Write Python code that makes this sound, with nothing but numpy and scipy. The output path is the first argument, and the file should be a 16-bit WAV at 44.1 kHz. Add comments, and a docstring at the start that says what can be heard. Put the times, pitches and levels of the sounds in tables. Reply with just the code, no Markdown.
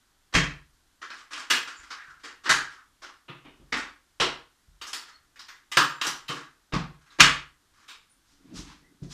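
"""First a quiet room hiss is heard, then wood knocking on wood as a plywood cabinet on wheels is closed up.
Its upper case is nudged into its seat, steel catches click and snap shut, and a hard blow settles the box.
Then shoes scuff on the tiles and the cabinet starts to roll.
Knocks and clicks are noise shaped by the panels and the room; thuds and clangs are sums of fading tones.
Squeaks are noise narrowed to one note; wheels, shoes and room hiss are noise with a moving level."""
import sys
import numpy as np
from scipy import signal
from scipy.fft import rfft, irfft
from scipy.io import wavfile

SR = 44100
rng = np.random.default_rng(int(sys.argv[2]) if len(sys.argv) > 2 else 0)


def unload_wav(signal):
    """Save mono or channel-first audio to the path in sys.argv[1] as 16-bit WAV at rate SR, clipped to [-1, 1]."""
    wavfile.write(
        sys.argv[1],
        SR,
        np.round(np.clip(np.atleast_2d(signal).T, -1, 1) * 32767).astype(np.int16),
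    )


N = 402633
TIME = np.arange(N) / SR              # clock of the whole scene, s
RING = np.arange(int(.7 * SR)) / SR   # clock of one ringing sound, s


def from_db(db):
    """Decibels to gain."""
    return 10 ** (np.asarray(db) / 20)


def rms_one(x):
    """Scale to unit rms."""
    return x / np.sqrt(np.mean(x ** 2) + 1e-20)


def at_hz(points, hz):
    """Read a (f/Hz, value) table on a log-frequency axis."""
    f, value = np.transpose(points)
    return np.interp(np.log(hz), np.log(f), value)


def bump(hz, centre_hz, octaves):
    """A bell of height 1 on a log-frequency axis."""
    return np.exp(-.5 * (np.log2(hz / centre_hz) / octaves) ** 2)


def add(track, s, sound):
    """Mix a sound into a track at time s."""
    start = max(0, int(s * SR))
    track[start:start + len(sound)] += sound[:max(0, N - start)]


def noise(spectrum):
    """Unit noise with a given spectrum, falling steeply beyond its ends."""
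    hz = np.maximum(np.fft.rfftfreq(N, 1 / SR), 1)
    low_hz, high_hz = spectrum[0][0], spectrum[-1][0]
    skirts = 1 / np.sqrt((1 + (low_hz / hz) ** 8) * (1 + (hz / high_hz) ** 8))
    shape = from_db(at_hz(spectrum, hz)) * skirts
    return rms_one(irfft(rfft(rng.standard_normal(N)) * shape, N))


def drift(rate):
    """A smoothly wandering random value, with a new random point rate times a second."""
    return np.interp(TIME * rate, np.arange(4000), rng.standard_normal(4000))


def swell(swell_s):
    """A contact takes a moment to build up; swell_s is its time constant."""
    return 1 - np.exp(-RING / swell_s)


def fade(fade_db=-8.5, fade_s=0.33):
    """Gain that turns a tail down ever faster: fade_db of extra fall is reached after fade_s."""
    return from_db(fade_db * (RING / fade_s) ** 3)


def struck(modes, swell_s, spread_db):
    """Modes swell and die as fading tones; each blow shares its force among them differently."""
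    hz, db, t60 = np.transpose(modes)[:, :, None]
    gain = from_db(db + spread_db * rng.standard_normal(hz.shape) - 60 * RING / t60)
    tones = np.sin(2 * np.pi * (hz * RING + rng.random(hz.shape)))
    return (gain * tones).sum(0) * swell(swell_s) * fade()


# colour of the room hiss: (f/Hz, relative level/dB)
AIR_COLOUR = [(20, -7.5), (50, -10.5), (103, -13), (211, -14), (286, -10.5), (511, -21), (1080, -15.5),
              (1510, -14), (2550, -22), (3270, -18.5), (7100, -21.5), (14000, -27.5)]


def air(hiss_db=-68.6, rumble_db=-75):
    """Quiet room hiss, which is steady noise, over a faint, uneven low rumble."""
    waver = from_db(2.5 * drift(8))
    rumble = noise([(18, 9), (45, -1.5), (80, -3), (160, -17)]) * from_db(rumble_db) * waver
    return from_db(hiss_db) * noise(AIR_COLOUR) + rumble


# how loud the wheels rumble, before the trim and the bumps: (t/s, level/dB)
ROLLING = [(8.3, -87), (8.332, -72), (8.59, -42.5), (8.658, -55), (8.82, -58), (8.842, -52), (8.91, -64),
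           (8.992, -73), (9.028, -45.5), (9.046, -44), (9.096, -59), (9.13, -57)]
# colour of the rolling: (f/Hz, relative level/dB)
RUMBLE_COLOUR = [(90, -10.5), (140, -2.5), (180, 1.5), (215, -7), (285, 4.5), (345, -5), (430, -13),
                 (600, -22), (900, -25)]


def rolling_wheels(trim_db=-1.0, bumps_db=4.5):
    """Wheels rumble through the box: low noise whose level jolts with the bumps."""
    rolling_db = np.interp(TIME, *np.transpose(ROLLING), left=-120)
    return from_db(trim_db + rolling_db + bumps_db * drift(40)) * noise(RUMBLE_COLOUR)


# colour of the gritty part of a scrape: (f/Hz, relative level/dB)
GRIT_COLOUR = [(500, -17), (1000, 2.5), (1800, -2), (3300, -4.5), (4500, -3.5)]
# colour of the hissing part of a scrape: (f/Hz, relative level/dB)
HISS_COLOUR = [(2800, -3.5), (4000, -1.5), (6000, 0), (8500, -11), (14000, -29)]
# a sole scrapes the tiles, hiss before its trim: (peak t/s, rise t/s, grit level/dB, hiss level/dB)
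SCUFFS = [(8.335, 0.071, -73, -68.5), (8.53, 0.093, -65.5, -84), (8.58, 0.027, -50.5, -45),
          (8.725, 0.07, -54, -69), (9.04, 0.014, -78, -61), (9.125, .02, -54, -48.5)]


def scuffing_soles(hiss_trim_db=2.0, grain_db=0.6, fall_db_per_s=165):
    """Soles scrape over gritty tiles: two colours of grainy noise that swell and die away together."""
    grit, hiss = np.zeros((2, N))
    for s, rise_s, grit_db, hiss_db in SCUFFS:
        rise = np.exp(-(np.minimum(TIME - s, 0) / rise_s) ** 2)
        stroke = rise * from_db(-fall_db_per_s * np.maximum(TIME - s, 0))
        grit += from_db(grit_db) * stroke
        hiss += from_db(hiss_trim_db + hiss_db) * stroke
    grain = from_db(grain_db * drift(190))
    return (grit * noise(GRIT_COLOUR) + hiss * noise(HISS_COLOUR)) * grain


# thin squeaks of fittings and rubbing edges: (t/s, length t/s, f/Hz, width of one filter f/Hz, level/dB)
SQUEAKS = [(1.76, 0.093, 7050, 600, -55), (1.978, 0.11, 1690, 700, -45.5), (2.069, 0.15, 1410, 450, -49.5),
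           (2.76, 0.108, 1370, 500, -53.5), (5.126, 0.075, 4330, 150, -59), (7.097, .08, 3760, 900, -60),
           (8.092, 0.085, 9460, 352, -65), (8.819, 0.11, 1990, 197, -67.5)]


def squeaks():
    """Rubbing fittings sing briefly on one unsteady note: noise narrowed twice by a sharp filter."""
    out = np.zeros(N)
    for s, length, hz, width_hz, db in SQUEAKS:
        b, a = signal.iirpeak(hz, hz / width_hz, fs=SR)
        once = signal.lfilter(b, a, rng.standard_normal(len(RING)))
        note = rms_one(signal.lfilter(b, a, once))
        age = 4 * RING / length   # loudest at age 1, a quarter of the length
        add(out, s, from_db(db) * note * age * np.exp(1 - age))
    return out


# lowest modes of the box on its wheels: (f/Hz, relative level/dB, time to fall 60 dB before the fade t/s)
BOOM_MODES = [(42.5, -0.5, 0.62), (55, -8, .36), (66, -7.5, 0.86), (87, -11.5, 0.5)]
# modes of the hollow inside: (f/Hz, relative level/dB, time to fall 60 dB before the fade t/s)
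HOLLOW_MODES = [(101, -9, .25), (122, -11, 0.56), (137.7, -0.5, 0.5), (152.5, -5.5, 0.5),
                (173.6, 0.5, 0.33), (196, -11, 0.18), (229, -9, 0.36)]
# blows that shake the whole box: (t/s, boom level/dB, hollow ring level/dB, hollow driven hardest at f/Hz)
THUDS = [(0.347, -28, -29, 145), (.369, -52, -23, 156), (1.506, -66, -52, 133), (1.79, -58, -75, 130),
         (2.08, -63, -68, 130), (2.494, -48, -40, 150), (3.294, -72, -45.5, 124), (3.456, -63, -63, 140),
         (3.60, -52, -55, 130), (3.725, -47.5, -53, 130), (4.202, -46, -40, 135.7),
         (4.682, -52.5, -64, 135), (5.773, -77, -35, 160), (6.069, -72, -50, 139), (6.294, -67, -41.5, 157),
         (6.733, -33.5, -31, 136), (6.761, -48.5, -24, 191), (7.202, -34, -25.5, 160),
         (8.564, -41.5, -49, 146), (9.021, -45, -37.5, 164)]


def thuds(reach_octaves=0.37, swell_s=0.0012):
    """Heavy blows rock the box and sound its hollow; where they land decides which mode leads."""
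    out = np.zeros(N)
    for s, boom_db, hollow_db, driven_hz in THUDS:
        # modes far from the driven pitch lose up to 10 dB
        hollow = [(hz, db + 10 * (bump(hz, driven_hz, reach_octaves) - 1), t60)
                  for hz, db, t60 in HOLLOW_MODES]
        add(out, s, from_db(boom_db) * struck(BOOM_MODES, swell_s, spread_db=1.0))
        add(out, s, from_db(hollow_db) * struck(hollow, swell_s, spread_db=1.0))
    return out


# ring of a struck catch: (f/Hz, relative level/dB, time to fall 60 dB before the fade t/s)
CLANG_MODES = [(941, -15.5, 1), (1210, -1.5, 0.51), (1260, -7, 0.4), (1680, -16.5, .37), (2770, -9, 0.33),
               (3750, -7.5, 0.37), (5100, -9.5, .26)]
# high ring of its small loop: (f/Hz, relative level/dB, time to fall 60 dB before the fade t/s)
JINGLE_MODES = [(7262, -7.5, 1), (7440, -6, 0.57), (9360, -4, .3), (9200, -0.5, 0.36), (9500, -11.5, .3),
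                (11700, -5.5, .33), (12100, 0.5, .36), (12085, -6, .37)]
# a steel catch clicks or snaps: (t/s, click swell t/s, click level/dB, click weight as extra bass level/dB,
# click treble edge f/Hz, resonance of the struck spot f/Hz, clang level/dB relative to the click)
CATCHES = [(1.5, 0.0053, -28, -16, 8400, 2750, -6), (4.813, 0.0023, -48, -17, 7300, 3180, 4),
           (4.865, 0.0071, -50.5, -14, 11100, 5930, -7), (4.931, 0.00085, -42.5, -18, 11000, 4600, -10),
           (5.358, 0.0027, -62, -20, 6200, 1890, -12), (5.391, 0.0027, -54, -21, 6500, 4500, -13.5),
           (5.483, 0.0036, -53, -24, 6500, 1800, -12.5), (5.716, .0027, -41.5, -23.5, 8000, 2730, 2),
           (5.7701, 0.00094, -25, -10.5, 6460, 1400, 2.5), (6.013, 0.00085, -37, -20, 6460, 3170, -1.5),
           (6.045, 0.0027, -41, -11.5, 9000, 1250, -3.5), (6.068, 0.00025, -40, -10, 12000, 5030, -6),
           (6.281, 0.0046, -42.5, -22, 6450, 3190, -15), (7.879, 0.012, -51, -20, 7800, 3400, -13.5)]


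def catches(jingle_db=-15.5):
    """Steel catches clang against the case; their small loops jingle high above, in step with the click."""
    out = np.zeros(N)
    for s, _, db, *_, clang_db in CATCHES:
        add(out, s, from_db(db + clang_db) * struck(CLANG_MODES, swell_s=.0008, spread_db=1.5))
        add(out, s, from_db(db + jingle_db) * struck(JINGLE_MODES, swell_s=.0008, spread_db=1.5))
    return out


# colour of a crack: (f/Hz, relative level/dB)
CRACK_COLOUR = [(700, -11.5), (1300, -1), (2500, 5), (3600, -8), (6000, -10), (9000, -20), (14000, -30.5)]
# hard stops of wood or steel on a rim: (t/s, noise level before its swell and decay/dB)
CRACKS = [(.3495, -16), (1.5026, -30.5), (2.4945, -18.5), (4.934, -33), (5.7695, -7), (7.2033, 5.5)]


def cracks(swell_s=0.0045, t60_s=0.039):
    """The hardest stops add a brief, bright burst of noise."""
    out = np.zeros(N)
    burst = swell(swell_s) * from_db(-60 * RING / t60_s)
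    for s, db in CRACKS:
        add(out, s, from_db(db) * burst * noise(CRACK_COLOUR)[:len(RING)])
    return out


# colour common to all contacts: (f/Hz, level/dB)
PLYWOOD = [(100, -39), (170, -17), (235, -4), (294, -0.5), (369, 0), (463, -2.5), (581, -6), (729, -3.5),
           (914, -0.5), (1147, 3.5), (2800, 0.5), (4460, 2.5), (7500, 1), (14000, -5.5)]
# resonances of the panels: (f/Hz, height before contrast and valley level/dB)
PANEL_MODES = [(256, 5.5), (275, 0), (294, 8.5), (359, 7), (468, 7.5), (530, 5.5), (645, 8), (824, 5),
               (898, 2), (955, 5.5), (1078, 6.5), (1140, 4.5), (1237, 3), (1390, 5.5), (1529, 2),
               (1645, 8.5), (1753, 4), (1847, 6), (2020, 6.5), (2133, 3), (2313, 1.5), (2544, 4.5),
               (2592, -0.5), (2896, 8), (3070, 6), (3225, 8), (3718, 6.5), (3937, 4.5), (4640, 8.5),
               (5119, 8.5)]


def panels(hz, half_width_hz=7, damping=0.00027, valley_db=-1.88, contrast=1.06):
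    """Colour of the box in dB: plywood, with narrow modes that widen towards the treble."""
    peaks = sum(db / (1 + ((hz - mode) / (half_width_hz + damping * mode)) ** 2)
                for mode, db in PANEL_MODES)
    valley = valley_db * (hz < PANEL_MODES[-1][0])
    return at_hz(PLYWOOD, hz) + contrast * peaks + valley


def contact_colour(hz, weight_db, edge_hz, spot_hz, count=90):
    """Colour of one touch in dB: weight sets the bass, hardness the treble; the struck spot rings out."""
    bass = 1 / (1 + (hz / 750) ** 4)
    # past its edge the treble falls steeply, then levels out 26 dB down
    treble_db = 10 * np.log10(1 / (1 + (hz / edge_hz) ** 7.4) + from_db(-26) ** 2)
    spot_db = 6 * bump(hz, spot_hz, octaves=.34)
    # no two touches drive the modes alike
    favoured = np.interp(np.sqrt(hz / hz[-1]), np.linspace(0, 1, count), rng.standard_normal(count))
    return weight_db * bass + treble_db + spot_db + 2.23 * favoured


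# wood meets wood: (t/s, swell t/s, level/dB, weight as extra bass level/dB,
# hardness as treble edge f/Hz, resonance of the struck spot f/Hz)
KNOCKS = [(.325, 0.003, -53, -4, 5500, 1450), (.3385, 0.0017, -36.5, -1.5, 7050, 2840),
          (.3495, 0.0009, -28.5, -7, 6200, 2150), (1.015, 0.0072, -49, -14, 5600, 1500),
          (1.102, 0.0009, -51.5, -14, 5400, 1500), (1.3315, 0.0013, -46, -19, 6950, 3000),
          (1.675, 0.00054, -47.5, -17, 6460, 1380), (1.902, 0.0064, -45.5, -19.5, 6200, 1410),
          (2.233, 0.014, -46.5, -10, 6900, 1590), (2.454, .01, -38, -4, 5400, 1600),
          (2.492, 0.0038, -24, -17.5, 7500, 1540), (3.018, 0.012, -47.5, -12.5, 6040, 1250),
          (3.281, .008, -49, -4.5, 3130, 3100), (3.444, 0.011, -58.5, 3.5, 3270, 3100),
          (3.59, 0.019, -78.5, 20.5, 4500, 3000), (3.723, 0.0024, -34.5, -5.5, 4830, 2000),
          (4.199, .0022, -29.5, -4, 6000, 3030), (4.216, 0.0014, -37.5, -6.5, 4900, 1030),
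          (6.294, 0.0041, -45.5, 5.5, 7200, 1280), (6.722, 0.0026, -46.5, 1, 4600, 2670),
          (6.735, 0.0013, -39.5, 2, 5380, 1050), (7.187, 0.0014, -45.5, 10, 6050, 1500),
          (7.197, 0.00092, -25, -23, 4960, 2750), (7.204, 0.0003, -20.5, -16.5, 6900, 2500),
          (9.026, .005, -74, 24.5, 5000, 1800)]
# surfaces slide in small slips: (t/s, length t/s, middle slip level/dB, growth along the slide level/dB)
SLIDES = [(1.129, 0.085, -62.5, -6), (1.301, 0.021, -56.5, 1), (1.361, .04, -52, -3),
          (1.766, 0.12, -63.5, -2), (1.982, 0.22, -69, -1.5), (2.433, .012, -57, 1), (2.69, .06, -66, -12),
          (3.62, 0.15, -70, 55), (5.049, 0.036, -66.5, 10), (6.353, 0.036, -62, -18), (7.006, 0.13, -70, 7),
          (7.70, 0.16, -71.5, 7)]


def contacts(count=4, scatter_db=0.5):
    """List every touch, in the columns of KNOCKS: knocks, catch clicks, and the uneven slips of each slide."""
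    rows = list(KNOCKS) + [click for *click, _ in CATCHES]
    swell_s, weight_db, edge_hz, spot_hz = 0.0039, -15, 7200, 1460   # the same for every slip
    for s, length, db, growth_db in SLIDES:
        along = (np.arange(count) + rng.random(count)) / count   # 0 at the start of the slide, 1 at its end
        levels = db + growth_db * (along - .5) + scatter_db * rng.standard_normal(count)
        for at, level in zip(s + length * along, levels):
            rows.append((at, swell_s, level, weight_db, edge_hz, spot_hz))
    return rows


# decay of panels and room together: (f/Hz, time to fall 60 dB before the fade t/s)
DECAY = [(300, 0.41), (1300, 0.42), (2700, 0.4), (5500, .33), (12000, 0.29)]


def knocks(direct=0.3, direct_s=0.002, alike=0.1, echo_db=0.97, level_db=-1.1):
    """Each contact gives a short crack, then dense panel modes and reflections that die sooner in the treble."""
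    hz = np.maximum(np.fft.rfftfreq(len(RING), 1 / SR), 1)
    third_octave = hz * (2 ** (1 / 6) - 2 ** (-1 / 6))   # bandwidth in Hz
    body = from_db(level_db + panels(hz)) * np.sqrt(SR / 2 / third_octave)
    # overlapping frequency zones, each with its own decay
    zone_hz, t60 = np.transpose(DECAY)
    zones = np.array([np.interp(np.log(hz), np.log(zone_hz), one) for one in np.eye(len(t60))])
    dying = from_db(-60 * RING / t60[:, None]) + direct * np.exp(-RING / direct_s)
    # all contacts are on one box in one room, so part of the pattern of reflections is shared
    common = rng.standard_normal(len(RING))
    out = np.zeros(N)
    for s, swell_s, db, weight_db, edge_hz, spot_hz in contacts():
        own = rng.standard_normal(len(RING))
        pattern = np.sqrt(alike) * common + np.sqrt(1 - alike) * own
        # bounces and reflections arrive in clusters a few milliseconds apart
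        clusters = np.interp(RING, np.linspace(0, RING[-1], 200), rng.standard_normal(200))
        colour = from_db(db + contact_colour(hz, weight_db, edge_hz, spot_hz))
        spectrum = rfft(pattern * from_db(echo_db * clusters)) * body * colour
        parts = irfft(spectrum * zones, len(RING))
        add(out, s, (parts * dying).sum(0) * swell(swell_s) * fade())
    return out


def scene():
    """The room, the floor and the cabinet at one microphone."""
    background = air() + rolling_wheels() + scuffing_soles()
    cabinet = squeaks() + thuds() + catches() + cracks() + knocks()
    return (background + cabinet)[None]


def record(dry, cutoff_hz=14450):
    """Peaks beyond full scale are flattened, as in an overloaded microphone; then the top is cut."""
    top_cut = signal.ellip(10, .1, 70, cutoff_hz, fs=SR, output="sos")
    return signal.sosfilt(top_cut, np.clip(dry, -1, 1))


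dry = scene()
out = record(dry)
unload_wav(out)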